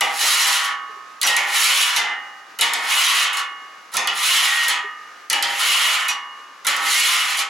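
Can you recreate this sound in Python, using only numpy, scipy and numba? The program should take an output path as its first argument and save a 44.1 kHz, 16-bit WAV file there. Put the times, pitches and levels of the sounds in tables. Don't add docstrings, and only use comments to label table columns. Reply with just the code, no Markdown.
import sys
import numpy as np
from numba import njit
from scipy import signal
from scipy.fft import rfft, irfft, next_fast_len
from scipy.io import wavfile
from scipy.ndimage import uniform_filter1d, map_coordinates

SR = 44100
rng = np.random.default_rng(int(sys.argv[2]) if len(sys.argv) > 2 else 0)


def dump(signal):
    limited = np.clip(np.atleast_2d(signal).T, -1, 1)
    pcm = np.round(limited * 32767).astype(np.int16)
    wavfile.write(sys.argv[1], SR, pcm)


N = 330309

# (frequency [Hz], level per Hz [dB])
HISS_COLOUR = [(20, -29), (100, -24), (300, -5.5), (600, -3.5), (1500, 5.5), (3400, -7.5), (6500, -10.5),
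               (8600, -22), (11000, -21.5), (16000, -34)]
# (time [s], edge level [dB], level of the weight behind it [dB],
#   centre of its body sound [Hz], grit level of the skid that follows [dB])
BLADE_BLOWS = [(.008, -11.5, -3, 1980, -26.5), (0.227, -31, -13, 2900, -46), (0.639, -27, -29, 1150, -30),
               (0.675, -36, -47, 1230, -71), (1.214, -16.5, -30, 3390, -32), (1.2298, -5.5, -6, 1770, -21),
               (1.266, -12, -28, 3670, -28), (1.2719, -2, 3.5, 3830, -8.5), (1.3652, 0.5, 7.5, 1930, -13.5),
               (1.9624, -5.5, -3, 2740, -13), (2.588, -25.5, -19.5, 2240, -34), (2.61, 8, 14, 2900, 1),
               (2.7345, 1, -2, 3530, -32), (3.33, -24, -52, 2000, -25.5), (3.3697, -20, -30, 1310, -28.5),
               (3.918, -45, -32, 1500, -39.5), (3.938, -26, -15.5, 1220, -34),
               (3.9679, -3.5, -4.5, 1270, -34), (4.0726, -17, -12.5, 2590, -64),
               (4.1755, -30, -42, 2050, -58), (4.6326, -23, -24, 2800, -31),
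               (4.6818, -9.5, -13.5, 2130, -16.5), (5.2994, -6, -7, 1370, -35),
               (5.3295, -4.5, -3, 2800, -26), (5.425, -7, -7, 3240, -30), (6.02, -38, -45, 2000, -42),
               (6.0828, -22, -22, 2570, -26), (6.6475, -29.5, -19.5, 1500, -38),
               (6.6678, -1, 0.5, 2390, -9), (6.765, -13.5, -10.5, 800, -59), (7.37, -31, -35, 1810, -26),
               (7.39, -22, -26.5, 3820, -26.5)]
# (start [s], up to speed [s], slowing [s], stop [s],
#   grit creeping off [dB], grit at speed [dB], grit stalling [dB],
#   coarse judder over grit [dB], edge chatter over grit [dB])
DRAG_STROKES = [(0.106, 0.302, 0.53, 0.65, -49, -14.5, -35.5, -13, -16),
                (1.454, 1.655, 1.84, 1.96, -39, -10, -31, -8, -0.5),
                (2.784, 3.022, 3.23, 3.286, -43.5, -15.5, -43.5, 2, 4),
                (4.168, 4.36, 4.46, 4.696, -38.5, -14.5, -42, -3.5, 2.5),
                (5.477, 5.74, 5.9, 6.07, -47.5, -20, -51, 3, 4),
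                (6.797, 6.996, 7.14, 7.37, -40.5, -17, -42, -18, 0.5)]
CLEAR_MODE_HZ = [285, 525, 775, 806, 834, 933, 980, 1068, 1131, 1206, 1255, 1297, 1410, 1432, 1545, 1748,
                 1807, 1851, 1877, 1938, 1977, 2051, 2160, 2202, 2505, 2720, 2879, 2925, 3060, 3222, 5850,
                 6780]
# (level [dB], time to fall 60 dB [s])
CLEAR_MODE_RING = [(-16.5, 0.45), (-11, 0.12), (-21, 1.9), (-3, 0.63), (-16.5, 1.25), (-3, 0.32),
                   (-25, 1.64), (-16, 2.5), (-8, 1.4), (-20, 2.47), (-18, 2.8), (-5.5, 0.76), (-21, .8),
                   (0, 0.54), (-16.5, 1.7), (-8, 1.12), (-10, 1.7), (-9, 1.03), (2, 0.75), (-13.5, 0.99),
                   (-9, 1.23), (1, 0.62), (-12, 1.29), (-3, 0.71), (-7, 0.2), (-15, 0.27), (-6.5, 1.09),
                   (16, 0.25), (10, 0.33), (-11, 0.098), (-12, 0.27), (-14, 0.17)]
# (frequency [Hz], level per Hz [dB])
CROWD_LEVEL = [(71, -87), (120, -37.5), (643, -17.5), (911, -9.5), (988, -2), (1400, 0), (1620, -6.5),
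               (1860, 2), (2530, -2.5), (2990, -0.5), (4980, -6), (7200, -7.5), (9400, -18.5),
               (10800, -13.5), (16000, -51.5)]
# (frequency [Hz], time to fall 60 dB [s])
CROWD_DECAY = [(200, 0.4), (600, 0.41), (1400, 0.48), (2500, 0.34), (4000, 0.25), (7000, 0.21),
               (11000, 0.16), (16000, 0.17)]
# (frequency [Hz], width [Hz], level [dB])
BLADE_MODES = [(4040, 340, 9.5), (5420, 630, 3), (6920, 750, 3.5), (8280, 660, 3), (10690, 1260, 5.5)]
# (time [s], frequency of the mode, nearest is used [Hz], level [dB])
SINGING_MODES = [(.5, 1131, -18), (1.275, 1877, -1), (1.23, 5850, -10), (1.273, 806, -9),
                 (1.365, 1877, -12.5), (1.962, 2051, -13.5), (1.962, 1851, -21), (1.962, 933, -13),
                 (1.962, 2879, -43), (2.61, 2925, -16), (2.61, 525, -18), (3.371, 1131, -35),
                 (3.968, 1206, -30.5), (4.072, 2925, -19), (4.299, 2879, -9), (4.501, 1877, -6.5),
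                 (4.632, 1131, -47), (4.683, 1297, -38), (4.681, 1255, -35.5), (4.681, 1206, -33),
                 (5.33, 806, -25), (5.4256, 2051, -23), (5.699, 2879, -11.5), (6.084, 2505, -18),
                 (6.084, 1131, -33.5), (6.083, 1206, -40.5), (6.083, 980, -38), (6.084, 5850, -24),
                 (6.085, 6780, -28), (6.668, 806, -13.5), (6.95, 2160, -14), (7.049, 2925, -2)]
# (time [s], level [dB], frequency [Hz])
DULL_BUMPS = [(0.892, -38.5, 437), (0.963, -40, 404), (4.841, -28, 412)]

HISS_DB = -45.5
WHINE_HZ, WHINE_DB = 10864, -83
EDGE_RISE_S, BODY_RISE_S, THUD_RISE_S = 0.00023, 0.0021, 0.0074
EDGE_T60, BODY_T60, THUD_T60, THUD_DB = 0.018, 0.036, .12, 3.5
SKID_RISE_S, SKID_DB_PER_S = 0.0069, 309
SKID_JUDDER_DB, SKID_CHATTER_DB = 1.5, -1.5
RIM_S = .1
RIM_DB_PER_S = 500
LIFT_DB_PER_S = 395
TOP_HZ = 15800


def amp(db):
    return 10 ** (np.asarray(db) / 20)


def along(points, hz):
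    f, v = np.transpose(points)
    return np.interp(np.log(hz + 1), np.log(f + 1), v)


def filtered(x, response):
    m = next_fast_len(N + SR // 2)
    return irfft(rfft(x, m) * response(np.fft.rfftfreq(m, 1 / SR)), m)[..., :N]


def butter(x, hz, kind, order=2):
    return signal.sosfilt(signal.butter(order, hz, kind, fs=SR, output="sos"), x)


def wobble(rate):
    return map_coordinates(rng.standard_normal(int(N * rate / SR) + 4), [np.arange(N) * rate / SR])


def hiss():
    mid, side = filtered(rng.standard_normal((2, N)), lambda hz: amp(along(HISS_COLOUR, hz)))
    air = np.array([mid + .5 * side, mid - .5 * side]) * amp(0.81 * wobble(18))
    whine_phase = 2 * np.pi * WHINE_HZ * np.arange(N) / SR + wobble(40)
    whine = amp(WHINE_DB + 4 * wobble(12)) * np.sin(whine_phase)
    return amp(HISS_DB) * air / mid.std() + whine


def blows():
    edge, body, thud = np.zeros((3, N))
    u = np.arange(SR // 12) / SR
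    for s, edge_db, weight_db, hz, _ in BLADE_BLOWS:
        noise = rng.standard_normal((3, len(u)))
        at = slice(round(s * SR), round(s * SR) + len(u))
        edge[at] += amp(edge_db - 60 * u / EDGE_T60) * (1 - np.exp(-u / EDGE_RISE_S)) * noise[0]
        settle = amp(weight_db - 60 * u / BODY_T60) * (1 - np.exp(-u / BODY_RISE_S)) * noise[1]
        body[at] += butter(settle, [hz / 1.98, hz * 1.5], "band")
        thud_level = amp(weight_db + THUD_DB - 60 * u / THUD_T60)
        thud[at] += thud_level * (1 - np.exp(-u / THUD_RISE_S)) * noise[2]
    return butter(edge, hz=2520, kind="high", order=1), body, thud


def sliding():
    t, out = np.arange(N) / SR, np.zeros((3, N))
    u = np.arange(SR // 2) / SR
    skid_colour = amp([[0], [SKID_JUDDER_DB], [SKID_CHATTER_DB]])
    for s, *_, db in BLADE_BLOWS:
        at_rim = any(slowing < s < stop + RIM_S for _, _, slowing, stop, *_ in DRAG_STROKES)
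        fall = RIM_DB_PER_S if at_rim else SKID_DB_PER_S
        skid = amp(db - fall * u) * (1 - np.exp(-u / SKID_RISE_S)) * skid_colour
        at = round(s * SR)
        out[:, at:at + len(u)] += skid[:, :N - at]
    for start, full, slowing, stop, creep_db, db, stall_db, judder_db, chatter_db in DRAG_STROKES:
        grit_db = np.interp(t, [start, full, slowing, stop], [creep_db, db, db, stall_db])
        lifted = np.maximum(np.maximum(start - t, t - stop), 0)
        out += amp(grit_db - LIFT_DB_PER_S * lifted) * amp([[0], [judder_db], [chatter_db]])
    return out


def contact():
    edge, body, thud = blows()
    strengths = sliding()
    uneven = amp(1.37 * wobble(40) + 2.04 * wobble(900))
    push = amp(-3.5) * strengths[0] * rng.standard_normal(N)
    grit, judder, chatter = [e * uneven * rng.standard_normal(N) for e in strengths]
    coarse = butter(judder, hz=1600, kind="low")
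    rattle = butter(chatter, hz=[2000, 3600], kind="band")
    return grit + edge, coarse + rattle + body, thud + push


@njit(fastmath=True)
def resonate(force, poles, drive, ears):
    out = np.zeros((2, len(force)))
    for m in range(len(poles)):
        z = 0j
        for i in range(len(force)):
            z = poles[m] * z + drive[m, i // 128] * force[i]
            out[0, i] += ears[0, m] * z.imag
            out[1, i] += ears[1, m] * z.imag
    return out


def plate(force, push, count=800, speed=1.1):
    hz = (np.arange(count) + 8 + rng.uniform(-0.46, 0.481, count)) * 19.5
    t60 = along(CROWD_DECAY, hz) * np.exp(0.16 * rng.standard_normal(count))
    level_db = along(CROWD_LEVEL, hz) + 0.62 * rng.standard_normal(count)
    gain = amp(level_db) / np.sqrt(t60)
    clear_db, clear_t60 = np.transpose(CLEAR_MODE_RING)
    hz, t60 = np.r_[hz, CLEAR_MODE_HZ], np.r_[t60, clear_t60]
    gain = np.r_[gain, amp(clear_db)]
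    poles = np.exp((2j * np.pi * hz - np.log(1000) / t60) / SR)
    waves = np.sqrt(hz / 1000) / .2 * rng.uniform(.3, 1, len(hz))
    metres = speed * np.arange(N // 128 + 1) * 128 / SR
    position = np.cos(2 * np.pi * (np.outer(waves, metres) + rng.random((len(hz), 1))))
    drive = gain[:, None] * position
    side = 0.37 * rng.choice([-1, 1], len(hz))
    ears = np.array([1 + side, 1 - side])
    low = hz < 950
    ring = resonate(force, poles, drive, ears)
    ring += resonate(push, poles[low], drive[low], ears[:, low].copy())
    return amp(-41.5) * butter(ring, hz=130, kind="high", order=3)


def blade_response(f):
    total = 0
    for k, (centre, width, db) in enumerate(BLADE_MODES):
        peak = 1j * f * width / (centre * centre - f * f + 1j * f * width)
        total = total + (-1) ** k * amp(db) * peak
    return total


def blade(force):
    rasp = amp(6.5) * filtered(force, blade_response)
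    u = np.arange(SR // 20) / SR
    scatter = amp(-29.0 - 60 * u / 0.02) * rng.standard_normal((2, len(u)))
    return rasp + signal.fftconvolve(rasp[None], scatter, axes=1)[:, :N]


def cart_rumble(push):
    shaken = push * (1 + 0.44 * np.array([wobble(150), wobble(160)]))
    deep = butter(shaken, hz=130, kind="low")
    return amp(-21) * butter(deep, hz=40, kind="high")


def singing():
    out, t = np.zeros(N + SR), np.arange(SR) / SR
    for s, mode, db in SINGING_MODES:
        k = np.argmin(np.abs(np.log(np.divide(CLEAR_MODE_HZ, mode))))
        swell = amp(db - 60 * t / CLEAR_MODE_RING[k][1]) * (1 - np.exp(-t / 0.0065))
        flutter = amp(3.0 * wobble(30.1)[:SR])
        tone = np.sin(2 * np.pi * (CLEAR_MODE_HZ[k] * t + rng.random()))
        out[round(s * SR):][:SR] += swell * flutter * tone
    return out[:N]


def bumps():
    out, t = np.zeros(N + SR), np.arange(SR // 5) / SR
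    for s, db, hz in DULL_BUMPS:
        fade = amp(db - 60 * t / 0.093) * (1 - np.exp(-t / 0.0067))
        out[round(s * SR):][:len(t)] += fade * np.sin(2 * np.pi * hz * t)
    return out[:N]


def scene():
    sharp, blunt, push = contact()
    ring = plate(butter(sharp + blunt, hz=507, kind="high", order=3), push)
    rasp = butter(blade(sharp), hz=900, kind="high")
    struck = ring + rasp + cart_rumble(push) + singing() + bumps()
    return struck * amp([[-.7], [.7]]) + hiss()


@njit
def follow(x, attack, release):
    out, level = np.zeros(len(x)), 0.
    for i in range(len(x)):
        level += (attack if x[i] > level else release) * (x[i] - level)
        out[i] = level
    return out


def record(dry, ahead=64):
    loudest = np.abs(dry).max(0)
    early = np.pad(loudest[int(ahead):], (0, int(ahead)))
    level = follow(early, 1 / (0.00034 * SR), 1 / (.065 * SR))
    over = np.maximum(level / amp(-10.5), 1)
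    gain = uniform_filter1d(over ** -.9, size=64)
    return filtered(dry * gain, lambda hz: hz < TOP_HZ)


dry = scene()
out = record(dry)
dump(out)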